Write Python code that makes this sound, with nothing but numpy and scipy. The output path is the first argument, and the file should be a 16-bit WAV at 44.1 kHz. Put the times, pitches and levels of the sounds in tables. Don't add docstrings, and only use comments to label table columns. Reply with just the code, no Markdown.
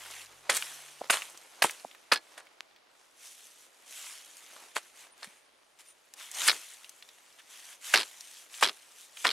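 import sys
import numpy as np
from scipy import signal
from scipy.fft import rfft, irfft
from scipy.io import wavfile
from scipy.ndimage import uniform_filter1d, minimum_filter1d

SR = 44100
rng = np.random.default_rng(int(sys.argv[2]) if len(sys.argv) > 2 else 0)


def persist_wave(psi):
    counts = np.round(np.clip(psi, -1, 1) * 32767).astype(np.int16)
    wavfile.write(sys.argv[1], SR, np.atleast_2d(counts).T)


N = 411012
TIME = np.arange(N) / SR

# frequency in Hz, relative level in dB.
AIR_SPECTRUM = [(25, -1), (70, 1.5), (180, 3), (400, 1.5), (750, 3), (1500, -20), (3000, -0.5), (6000, -25),
                (9000, -25.5), (13000, -32.5), (16000, -26)]
# time in seconds, level in dB.
MURMUR_LEVEL = [(0, -66), (2, -63.5), (3.3, -67), (4.3, -65), (5.3, -65), (5.7, -69), (7.3, -66.5),
                (9.3, -66)]
# frequency in Hz, relative level in dB.
LAND_SPECTRUM = [(30, -24), (140, -22), (300, -6), (600, -2), (1100, -3.5), (2200, -6.5), (5000, -11),
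                 (16000, -43.5)]

# time in seconds, relative level in dB.
STIR_LEVEL = [(0, -59), (1.6, -57), (2.2, -66), (2.6, -69), (3.7, -89), (4.85, -56), (5.15, -75.5),
              (6.1, -65), (7.2, -59.5), (9.3, -66.5)]
# peak time in seconds, relative level in dB, rise in seconds, fall in seconds,
# body against hiss in dB.
SWEEPS = [(.02, -48, 0.041, 0.078, -6.5), (.19, -46, 0.16, 0.068, -7), (2.33, -61, 0.14, 0.048, -9),
          (3.03, -65, .13, 0.22, -20), (3.27, -47.5, 0.081, 0.1, -16), (3.44, -52, 0.088, 0.11, -14),
          (3.63, -55, 0.094, 0.048, -19), (3.999, -42.5, 0.11, 0.19, -12), (4.58, -53, 0.78, 0.13, -9),
          (5.01, -51.5, 0.058, 0.066, -8), (5.22, -57.5, 0.058, 0.18, -4), (5.8, -52.5, 0.011, 0.027, -8),
          (5.9, -58, 0.08, 0.025, -11), (6.21, -45.5, 0.037, 0.1, -7), (6.46, -31, 0.099, 0.076, -8),
          (7.4, -55, 0.017, 0.0087, -1), (7.54, -49.5, 0.055, 0.17, -8.5), (7.73, -49, 0.1, .03, -8),
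          (7.88, -39.5, 0.053, 0.13, -10), (7.935, -36.5, 0.012, 0.018, -11), (8.39, -50, 0.22, 0.063, -13),
          (8.56, -45.5, 0.048, 0.15, -8.5), (9.02, -50, 0.072, 0.051, -17), (9.21, -44.5, 0.054, 0.17, -14)]
SWELL_EXPONENT = 2.34
# blow time in seconds, relative level in dB, T60 in seconds.
DEBRIS_SHOWERS = [(.497, -38, 1.4), (1.101, -40, 0.63), (1.622, -45.5, 0.77), (6.485, -43.5, 1.39),
                  (7.94, -48, 1.9), (8.628, -55.5, 5.7)]
SHOWER_FLIGHT_S, SHOWER_BODY_DB = 0.071, -9
# frequency in Hz, relative level in dB.
HISS_SPECTRUM = [(40, -46), (300, -30.5), (900, -22.5), (2000, -3.5), (3200, 2), (5000, -2.5), (7000, 1.5),
                 (9500, 0.5), (12000, -4.5), (14500, -14), (16000, -24.5)]
# centre in Hz, width in Hz, height in dB.
CLOTH_RESONANCES = [(3060, 370, 0), (3600, 130, 2), (4750, 71, 0), (5970, 1400, 3), (8130, 810, 0),
                    (10600, 1600, 1.5)]
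# frequency in Hz, relative level in dB.
GRIT_SPECTRUM = [(40, -40), (250, -42), (600, -5.5), (1200, 0.5), (2200, 4), (3200, 1), (5000, -14.5),
                 (16000, -29.5)]

# frequency in Hz, level in dB, peak time in seconds, fade in seconds.
HUM_PARTIALS = [(47, -82, .2, 0.54), (96.9, -76, .05, .4), (142, -77.5, .7, .6)]

# peak time in seconds, level in dB, half length in seconds.
SNOW_STEPS = [(.09, -57.5, 0.15), (0.323, -56, 0.032), (0.467, -54, 0.033), (.72, -59, 0.29),
              (1.045, -52.5, 0.034), (1.236, -58, 0.22), (1.66, -55.5, .14), (2.367, -60.5, 0.1),
              (4.6, -57.5, 0.096), (5.046, -63.5, 0.067), (6.196, -64, 0.065), (6.426, -53, 0.1),
              (7.903, -61, 0.037), (9.3, -59, 0.091)]
# frequency in Hz, relative level in dB.
SNOW_SPECTRUM = [(30, -40), (140, -22), (300, -4), (600, 1.5), (1100, 2.5), (2200, -5), (5000, -7.5),
                 (16000, -39.5)]

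# start in seconds, level in dB, centre in Hz.
CHIP_TICKS = [(0.0606, -43, 1700), (.111, -43.5, 6240), (.2185, -47, 2980), (0.5687, -25, 7700),
              (0.6242, -29, 2370), (1.2205, -32, 2150), (1.375, -44.5, 6300), (1.6966, -32.5, 1960),
              (1.7094, -36.5, 7100), (1.913, -48, 3000), (1.949, -48.5, 1820), (2.4693, -52, 2300),
              (2.7624, -55, 2920), (4.3697, -47, 7300), (6.138, -43.5, 6100), (6.315, -38, 7100),
              (6.8447, -43.5, 3000), (6.8936, -42.5, 6900), (7.0248, -44, 3020), (7.0893, -47.5, 3600),
              (8.2083, -40, 5700), (8.542, -42.5, 2650), (9.172, -41, 2380)]
# centre time in seconds, peak in dB, pitch in Hz,
# decay length in seconds.
ICE_KNOCKS = [(0.4962, -26, 596, 0.0019), (1.013, -26.5, 606, 0.00039), (1.017, -20.5, 667, 0.00077),
              (1.6227, -20, 714, 0.0012), (1.646, -7.5, 810, 0.00059), (1.8494, -24.5, 724, 0.0009),
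              (1.855, -47.5, 252, 0.0037), (2.607, -12, 2390, 0.00006), (5.277, -52, 203, 0.0043),
              (6.531, -23.5, 1410, 0.00039)]

# start in seconds, level in dB, number of jumps,
# mean gap in seconds.
CRACK_RUNS = [(.4965, -23.5, 1, 0), (0.52, -30, 1, 0), (1.622, -18.5, 1, 0), (2.1202, -23, 3, 0.013),
              (2.16, -29.5, 2, 0.017), (4.762, -36, 1, 0), (5.2305, -39, 1, 0), (6.483, -15, 1, 0),
              (6.4958, -15.5, 3, 0.0087), (7.948, -19, 10, 0.0091), (8.636, -18.5, 7, .0096),
              (9.269, -19, 7, 0.011)]
CRACK_FADE_DB = 15
JUMP_JITTER_GAPS, JUMP_SPREAD_DB = .16, 2
# frequency in Hz, relative level in dB.
SNAP_SPECTRUM = [(50, -32), (300, -17), (900, 0), (1800, 1.5), (4300, 6.5), (5600, 2.5), (6600, -7),
                 (10500, -8.5), (13000, -16), (16000, -96)]
# centre in Hz, width in Hz, height in dB.
SHEET_RESONANCES = [(1260, 200, 4), (1740, 130, 4), (2250, 300, 4.5), (3270, 300, 2), (3900, 700, 2),
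                    (4950, 400, 2)]

# peak time in seconds, level in dB, rise in seconds, T60 in seconds,
# bass shelf in dB, tilt in dB per octave, steel ring against the bite in dB.
BLADE_BLOWS = [(.4967, -17, .0012, 0.01, 9, -1, -15), (1.1008, -14.5, 0.0017, 0.04, -4.5, -1, -30),
               (1.6222, -13.5, 0.0013, 0.028, 7.5, 1.5, -25), (2.12, -13, 0.0021, 0.064, -4, -2, -7),
               (2.1582, -37.5, .004, 0.068, 3, -0.5, 8), (4.7656, -26, 0.0019, 0.049, 6, 0.5, -31),
               (5.23, -45, 0.0013, 0.018, 5, 1, 0), (6.485, -17.5, 0.0019, 0.04, -7, -.5, -2.5),
               (7.94, -10, 0.0013, 0.043, -2, .5, -18), (8.6283, -12, 0.0022, 0.028, 3.5, -.5, -26),
               (9.2506, -17.5, 0.0031, 0.05, -12.5, -3.5, -14)]
# frequency in Hz, relative level in dB.
BITE_SPECTRUM = [(30, -25), (130, -34), (250, -14.5), (450, -8.5), (900, 0), (1800, 2.5), (2800, 1),
                 (4300, -13.5), (5600, -10), (9000, -16.5), (12000, -21), (16000, -30)]
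# nominal frequency in Hz, nominal level in dB, T60 in seconds.
STEEL_MODES = [(1725, -3, .08), (2476, -15, .07), (3340, -9, .06), (4270, -2, .08), (4880, -2, .055),
               (5740, -16, .06), (8360, -18, .09)]

# peak time in seconds, push in dB, push T60 in seconds,
# rebound in dB.
SHEET_HEAVES = [(.498, -40, .25, -47), (1.103, -47, 0.19, -48), (1.647, -24, 0.046, -56),
                (2.125, -33, 0.12, -49), (6.489, -39.5, 0.26, -54), (7.951, -31.5, 0.17, -39),
                (8.635, -34.5, 0.15, -45), (9.253, -34.5, 0.2, -44)]
REBOUND_DELAY_S, REBOUND_T60_S = 0.031, 0.17
# frequency in Hz, relative level in dB.
HEAVE_SPECTRUM = [(25, -21), (100, -30), (170, -16.5), (380, -3.5), (700, -6.5), (1200, -7), (3000, -21),
                  (16000, -57.5)]

# crush peak in seconds, crush level in dB,
# crush tilt in dB per octave, spray lag in seconds, spray level in dB, spray T60 in seconds,
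# spray tilt in dB per octave.
ICE_CRUNCHES = [(0.5, -20.5, -5.5, 0.066, -28.5, 0.09, -2.5), (1.105, -21.5, 1.5, .029, -25, 0.18, -6),
                (1.625, -25, 4, 0.016, -24, 0.13, -4), (2.122, -31.5, 0, 0.018, -28.5, 0.028, -2),
                (2.378, -41.5, -7.5, 0.024, -54, 0.16, -10), (4.752, -46, -0.5, .014, -30, 0.082, -6.5),
                (5.225, -47, -11, 0.021, -43, .075, -4), (6.44, -49, 2, .042, -21, 0.044, -1.5),
                (7.938, -26.5, -4.5, 0.065, -35, 0.11, -6.5), (8.611, -33, -3.5, 0.023, -27.5, 0.12, -6),
                (9.244, -29, -9.5, 0.015, -33.5, 0.21, -9.5)]
CRUSH_RISE_S, CRUSH_T60_S = .0015, 0.091
SPRAY_RISE_SHARE = 0.43
# frequency in Hz, relative level in dB.
CRUMB_SPECTRUM = [(40, -80), (200, -46.5), (500, -14.5), (1500, -4.5), (3300, -1), (5500, -4), (9000, 4.5),
                  (11500, -2.5), (14000, -11.5), (16000, -25.5)]

# peak time in seconds, level before flutter in dB, half length in seconds.
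SQUEAK_CHIRPS = [(5.13, -62, .016), (5.33, -70, 0.15), (5.72, -78.5, 0.23), (5.895, -57, 0.03)]

# frequency in Hz, likeness from 0 to 1.
NEAR_LIKENESS = [(60, .93), (300, .975), (1200, .975), (2800, .94), (5500, .86), (10000, .74), (16000, .74)]
# frequency in Hz, likeness from 0 to 1.
DIFFUSE_LIKENESS = [(60, .05), (400, .1), (1000, .25), (2400, .3), (6000, .55), (15000, .6)]
# frequency in Hz, left minus right in dB.
CHANNEL_BALANCE = [(100, -1), (700, -1.4), (2500, -.3), (6000, .6), (14000, 1.3)]
# time in seconds, left minus right in dB.
WORK_PLACE = [(0, -.3), (2.3, -.6), (5, -.3), (6.5, .8), (8, .2), (9.3, .3)]
BAND_EDGE_HZ = 15900


def amp(db):
    return 10 ** (np.asarray(db) / 20)


def unit(x):
    return x / np.sqrt(np.mean(x ** 2) + 1e-20)


def row_norms(x):
    return np.linalg.norm(x, axis=1, keepdims=True)


def at_hz(points, hz):
    f, value = np.transpose(points)
    return np.interp(np.log(hz + 1), np.log(f), value)


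def curve(points):
    return np.interp(TIME, *np.transpose(points))


def add(mix, start_s, sound):
    part = mix[..., max(0, round(start_s * SR)):][..., :sound.shape[-1]]
    part += sound[..., :part.shape[-1]]


def swell(peak_s, rise_s, fall_s):
    distance = np.maximum((peak_s - TIME) / rise_s, (TIME - peak_s) / fall_s)
    return np.exp(-np.minimum(distance, 10) ** SWELL_EXPONENT)


def colour(x, points, peaks=(), tilt_db=0, bass_db=0, size=4096):
    hz = abs(np.fft.fftfreq(size, 1 / SR))
    db = at_hz(points, hz) + tilt_db * np.log2((hz + 500) / 3000) + bass_db / (1 + (hz / 1000) ** 4)
    for centre_hz, width_hz, height_db in peaks:
        db = db + height_db / (1 + (2 * (hz - centre_hz) / width_hz) ** 2)
    response = np.exp(signal.hilbert(np.log(amp(db))).conj())
    taps = np.fft.ifft(response).real[:size // 2]
    return signal.oaconvolve(x, taps[None] / np.linalg.norm(taps), axes=1)[:, :x.shape[1]]


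def recolour(x, *shape, **slopes):
    y = colour(x, *shape, **slopes)
    return y * row_norms(x) / row_norms(y)


def shards(low_hz, high_hz, height_db, count):
    place, strength = rng.random((2, count))
    hz = low_hz * (high_hz / low_hz) ** ((np.arange(count) + place) / count)
    return np.transpose([hz, 90 + hz / 24, height_db * (.5 + strength)])


def grains(count, spread_db, grain_s):
    steps = np.arange(count) / (SR * max(grain_s, 1 / SR))
    size_db = spread_db * np.minimum(rng.exponential(1, count), 5)
    return unit(rng.standard_normal((2, count)) * amp(size_db[steps.astype(int)]))


def burst(rise_s, t60_s, spread_db, grain_s):
    t = np.arange(-SR // 10, SR // 2) / SR
    rise = np.exp(-abs(np.minimum(t, 0) / rise_s) ** 1.5)
    shape = rise * amp(-60 * np.maximum(t, 0) / t60_s)
    sound = grains(len(t), spread_db, grain_s) * shape
    return -t[0], sound * np.linalg.norm(shape) / row_norms(sound)


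def snap(t60_s, spike):
    t = np.arange(SR // 20) / SR
    sound = rng.standard_normal((2, len(t))) * np.exp(-np.log(1000) * t / t60_s)
    sound /= row_norms(sound)
    sound[:, 0] += spike * rng.choice([-1, 1], 2)
    return sound / np.sqrt(np.mean(sound[:, :SR * 3 // 1000] ** 2, axis=1, keepdims=True))


def outdoors():
    air = amp(-84.5) * colour(rng.standard_normal((2, N)), AIR_SPECTRUM)
    murmur = colour(grains(N, spread_db=1.5, grain_s=0.0027), LAND_SPECTRUM)
    return air + amp(curve(MURMUR_LEVEL)) * murmur


def crumbs(count=170):
    out = np.zeros((2, N))
    for when, pitch, size in rng.random((count, 3)):
        hz = 2200 * 4 ** pitch
        shape = [(hz / 10, -34), (hz * .5, -7), (hz, 0), (hz * 1.5, -7), (16000, -30)]
        tick = recolour(snap(t60_s=.02, spike=.6), shape, size=512)
        add(out, when * N / SR, amp(-5 + 9 * size ** 2) * tick)
    return out


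def rustling():
    parts = [(amp(curve(STIR_LEVEL)), -9)]  # gain, body against hiss in dB
    for peak_s, db, rise_s, fall_s, body_db in SWEEPS:
        parts.append((amp(db) * swell(peak_s, rise_s, fall_s), body_db))
    for blow_s, db, t60_s in DEBRIS_SHOWERS:
        landing = np.clip((TIME - blow_s) / SHOWER_FLIGHT_S, 0, 1)
        since_s = np.maximum(TIME - blow_s - SHOWER_FLIGHT_S, 0)
        parts.append((landing * amp(db - 60 * since_s / t60_s), SHOWER_BODY_DB))
    hiss_gain = np.sqrt(sum(gain ** 2 for gain, _ in parts))
    body_gain = np.sqrt(sum((gain * amp(body_db)) ** 2 for gain, body_db in parts))
    cloth = colour(grains(N, spread_db=2.13, grain_s=0.00065), HISS_SPECTRUM, CLOTH_RESONANCES)
    grit = colour(grains(N, spread_db=2.0, grain_s=.002), GRIT_SPECTRUM)
    return hiss_gain * amp(-3.0) * cloth + body_gain * (grit + amp(7.5) * crumbs())


def shifting(x, patchy_db):
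    z = signal.stft(x, nperseg=512)[2]
    noise = rng.standard_normal(z.shape[1:])
    patches = unit(uniform_filter1d(uniform_filter1d(noise, size=5, axis=0), size=7, axis=1))
    y = signal.istft(z * amp(patchy_db * patches), nperseg=512)[1][:, :N]
    return y * np.linalg.norm(x) / np.linalg.norm(y)


def hum():
    tone = np.zeros(N)
    for hz, db, peak_s, fade_s in HUM_PARTIALS:
        sine = np.sqrt(2) * np.sin(2 * np.pi * (hz * TIME + rng.random()))
        tone += amp(db) * swell(peak_s, fade_s, fade_s) * sine
    return np.array([tone, np.zeros(N)])


def footing():
    power = sum((amp(db) * swell(s, half_s, half_s)) ** 2 for s, db, half_s in SNOW_STEPS)
    return np.sqrt(power) * colour(grains(N, spread_db=2.5, grain_s=0.0041), SNOW_SPECTRUM)


def chips():
    out, t = np.zeros((2, N)), np.arange(-SR // 40, SR // 40) / SR
    for start_s, db, hz in CHIP_TICKS:
        shape = [(hz / 16, -34), (hz / 3, -11), (hz, 0), (hz * 1.45, -4), (hz * 3, -21)]
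        tick = snap(t60_s=.027, spike=.7)
        pieces = shards(hz * 0.83, hz * 1.59, height_db=4, count=3)
        add(out, start_s, amp(db) * recolour(tick, shape, pieces))
    for centre_s, db, hz, length_s in ICE_KNOCKS:
        knock = amp(db) * np.sin(2 * np.pi * hz * t) * np.exp(-abs(t / length_s) ** 0.96)
        add(out[0], centre_s + t[0], knock)
    return out


def cracking():
    out = np.zeros((2, N))
    for start_s, db, count, gap_s in CRACK_RUNS:
        for jump in range(round(count)):
            early, strong = rng.standard_normal(2) * (jump > 0)
            crack = snap(t60_s=.024, spike=.7)
            gain = amp(db - CRACK_FADE_DB * jump / count + JUMP_SPREAD_DB * strong)
            peaks = [*SHEET_RESONANCES, *shards(952, 5560, height_db=5, count=5)]
            jump_s = start_s + gap_s * (jump - JUMP_JITTER_GAPS * early)
            add(out, jump_s, gain * recolour(crack, SNAP_SPECTRUM, peaks))
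    return out


def chisel():
    out, t = np.zeros((2, N)), np.arange(SR // 4) / SR
    for peak_s, db, rise_s, t60_s, bass_db, tilt_db, ring_db in BLADE_BLOWS:
        lead_s, bite = burst(rise_s, t60_s, spread_db=4.5, grain_s=0.00055)
        pieces = shards(487, 5000, height_db=2, count=7)
        add(out, peak_s - lead_s, amp(db) * recolour(bite, BITE_SPECTRUM, pieces, tilt_db, bass_db))
        for hz, mode_db, mode_t60_s in STEEL_MODES:
            detune, share, phase = rng.random(3)
            mode_hz = hz * (1 + 0.036 * (detune - .5))
            ring = amp(mode_db - 60 * t / mode_t60_s) * np.sin(2 * np.pi * (mode_hz * t + phase))
            add(out[0], peak_s, amp(db + ring_db) * (.5 + share) * ring)
    return out


def heaving():
    out = np.zeros((2, N))
    for push_s, push_db, push_t60_s, rebound_db in SHEET_HEAVES:
        push = (push_s, push_db, push_t60_s)
        rebound = (push_s + REBOUND_DELAY_S, rebound_db, REBOUND_T60_S)
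        for peak_s, db, t60_s in (push, rebound):
            lead_s, thud = burst(.002, t60_s, spread_db=2.5, grain_s=.0025)
            add(out, peak_s - lead_s, amp(db) * recolour(thud, HEAVE_SPECTRUM))
    return out


def crumbling():
    out = np.zeros((2, N))
    for crush_s, crush_db, crush_tilt_db, lag_s, spray_db, spray_t60_s, spray_tilt_db in ICE_CRUNCHES:
        crush = (crush_s, crush_db, CRUSH_RISE_S, CRUSH_T60_S, crush_tilt_db)
        spray = (crush_s + lag_s, spray_db, SPRAY_RISE_SHARE * lag_s, spray_t60_s, spray_tilt_db)
        for peak_s, db, rise_s, t60_s, tilt_db in (crush, spray):
            lead_s, fizz = burst(rise_s, t60_s, spread_db=2.6, grain_s=.0012)
            pieces = shards(1000, 12000, height_db=3.5, count=10)
            add(out, peak_s - lead_s, amp(db) * recolour(fizz, CRUMB_SPECTRUM, pieces, tilt_db=tilt_db))
    return out


def scatter(x):
    t = np.arange(SR // 2) / SR
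    tail = rng.standard_normal((2, len(t))) * amp(-60 * t / 0.13) * (1 - np.exp(-t / 0.011))
    return signal.oaconvolve(x, tail / np.linalg.norm(tail[0]), axes=1)[:, :N]


def squeak(hz=9230, wander_hz=90, flutter_db=3):
    wander, flutter = (unit(uniform_filter1d(z, SR // 200)) for z in rng.standard_normal((2, N)))
    level = sum(amp(db) * swell(s, half_s, half_s) for s, db, half_s in SQUEAK_CHIRPS)
    phase = 2 * np.pi * np.cumsum(hz + wander_hz * wander) / SR
    tone = level * amp(flutter_db * flutter) * np.sin(phase)
    return np.array([tone, np.zeros(N)])


def stereo(x, likeness):
    common, differing = rfft(x)
    hz, sides = np.fft.rfftfreq(N, 1 / SR), np.array([[1], [-1]])
    alike = np.clip(at_hz(likeness, hz), 0, 1)
    spread = common + sides * differing * np.sqrt((1 - alike) / (1 + alike))
    return irfft(spread * amp(sides * at_hz(CHANNEL_BALANCE, hz) / 2), N)


def scene():
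    work = chisel() + crumbling() + cracking() + heaving() + chips()
    moving = shifting(rustling(), patchy_db=1.9) + footing()
    near = work + amp(-32.0) * scatter(work) + moving + squeak() + hum()
    place_gain = amp(np.array([[1], [-1]]) * curve(WORK_PLACE) / 2)
    return stereo(near, NEAR_LIKENESS) * place_gain + stereo(outdoors(), DIFFUSE_LIKENESS)


def record(dry):
    ceiling = .48
    allowed = ceiling / np.maximum(abs(dry).max(0), ceiling)
    gain = uniform_filter1d(minimum_filter1d(allowed, size=45), size=45)
    low_pass = signal.firwin(511, BAND_EDGE_HZ, window=("kaiser", 9), fs=SR)
    return signal.oaconvolve(dry * gain, low_pass[None], "same")


dry = scene()
out = record(dry)
persist_wave(out)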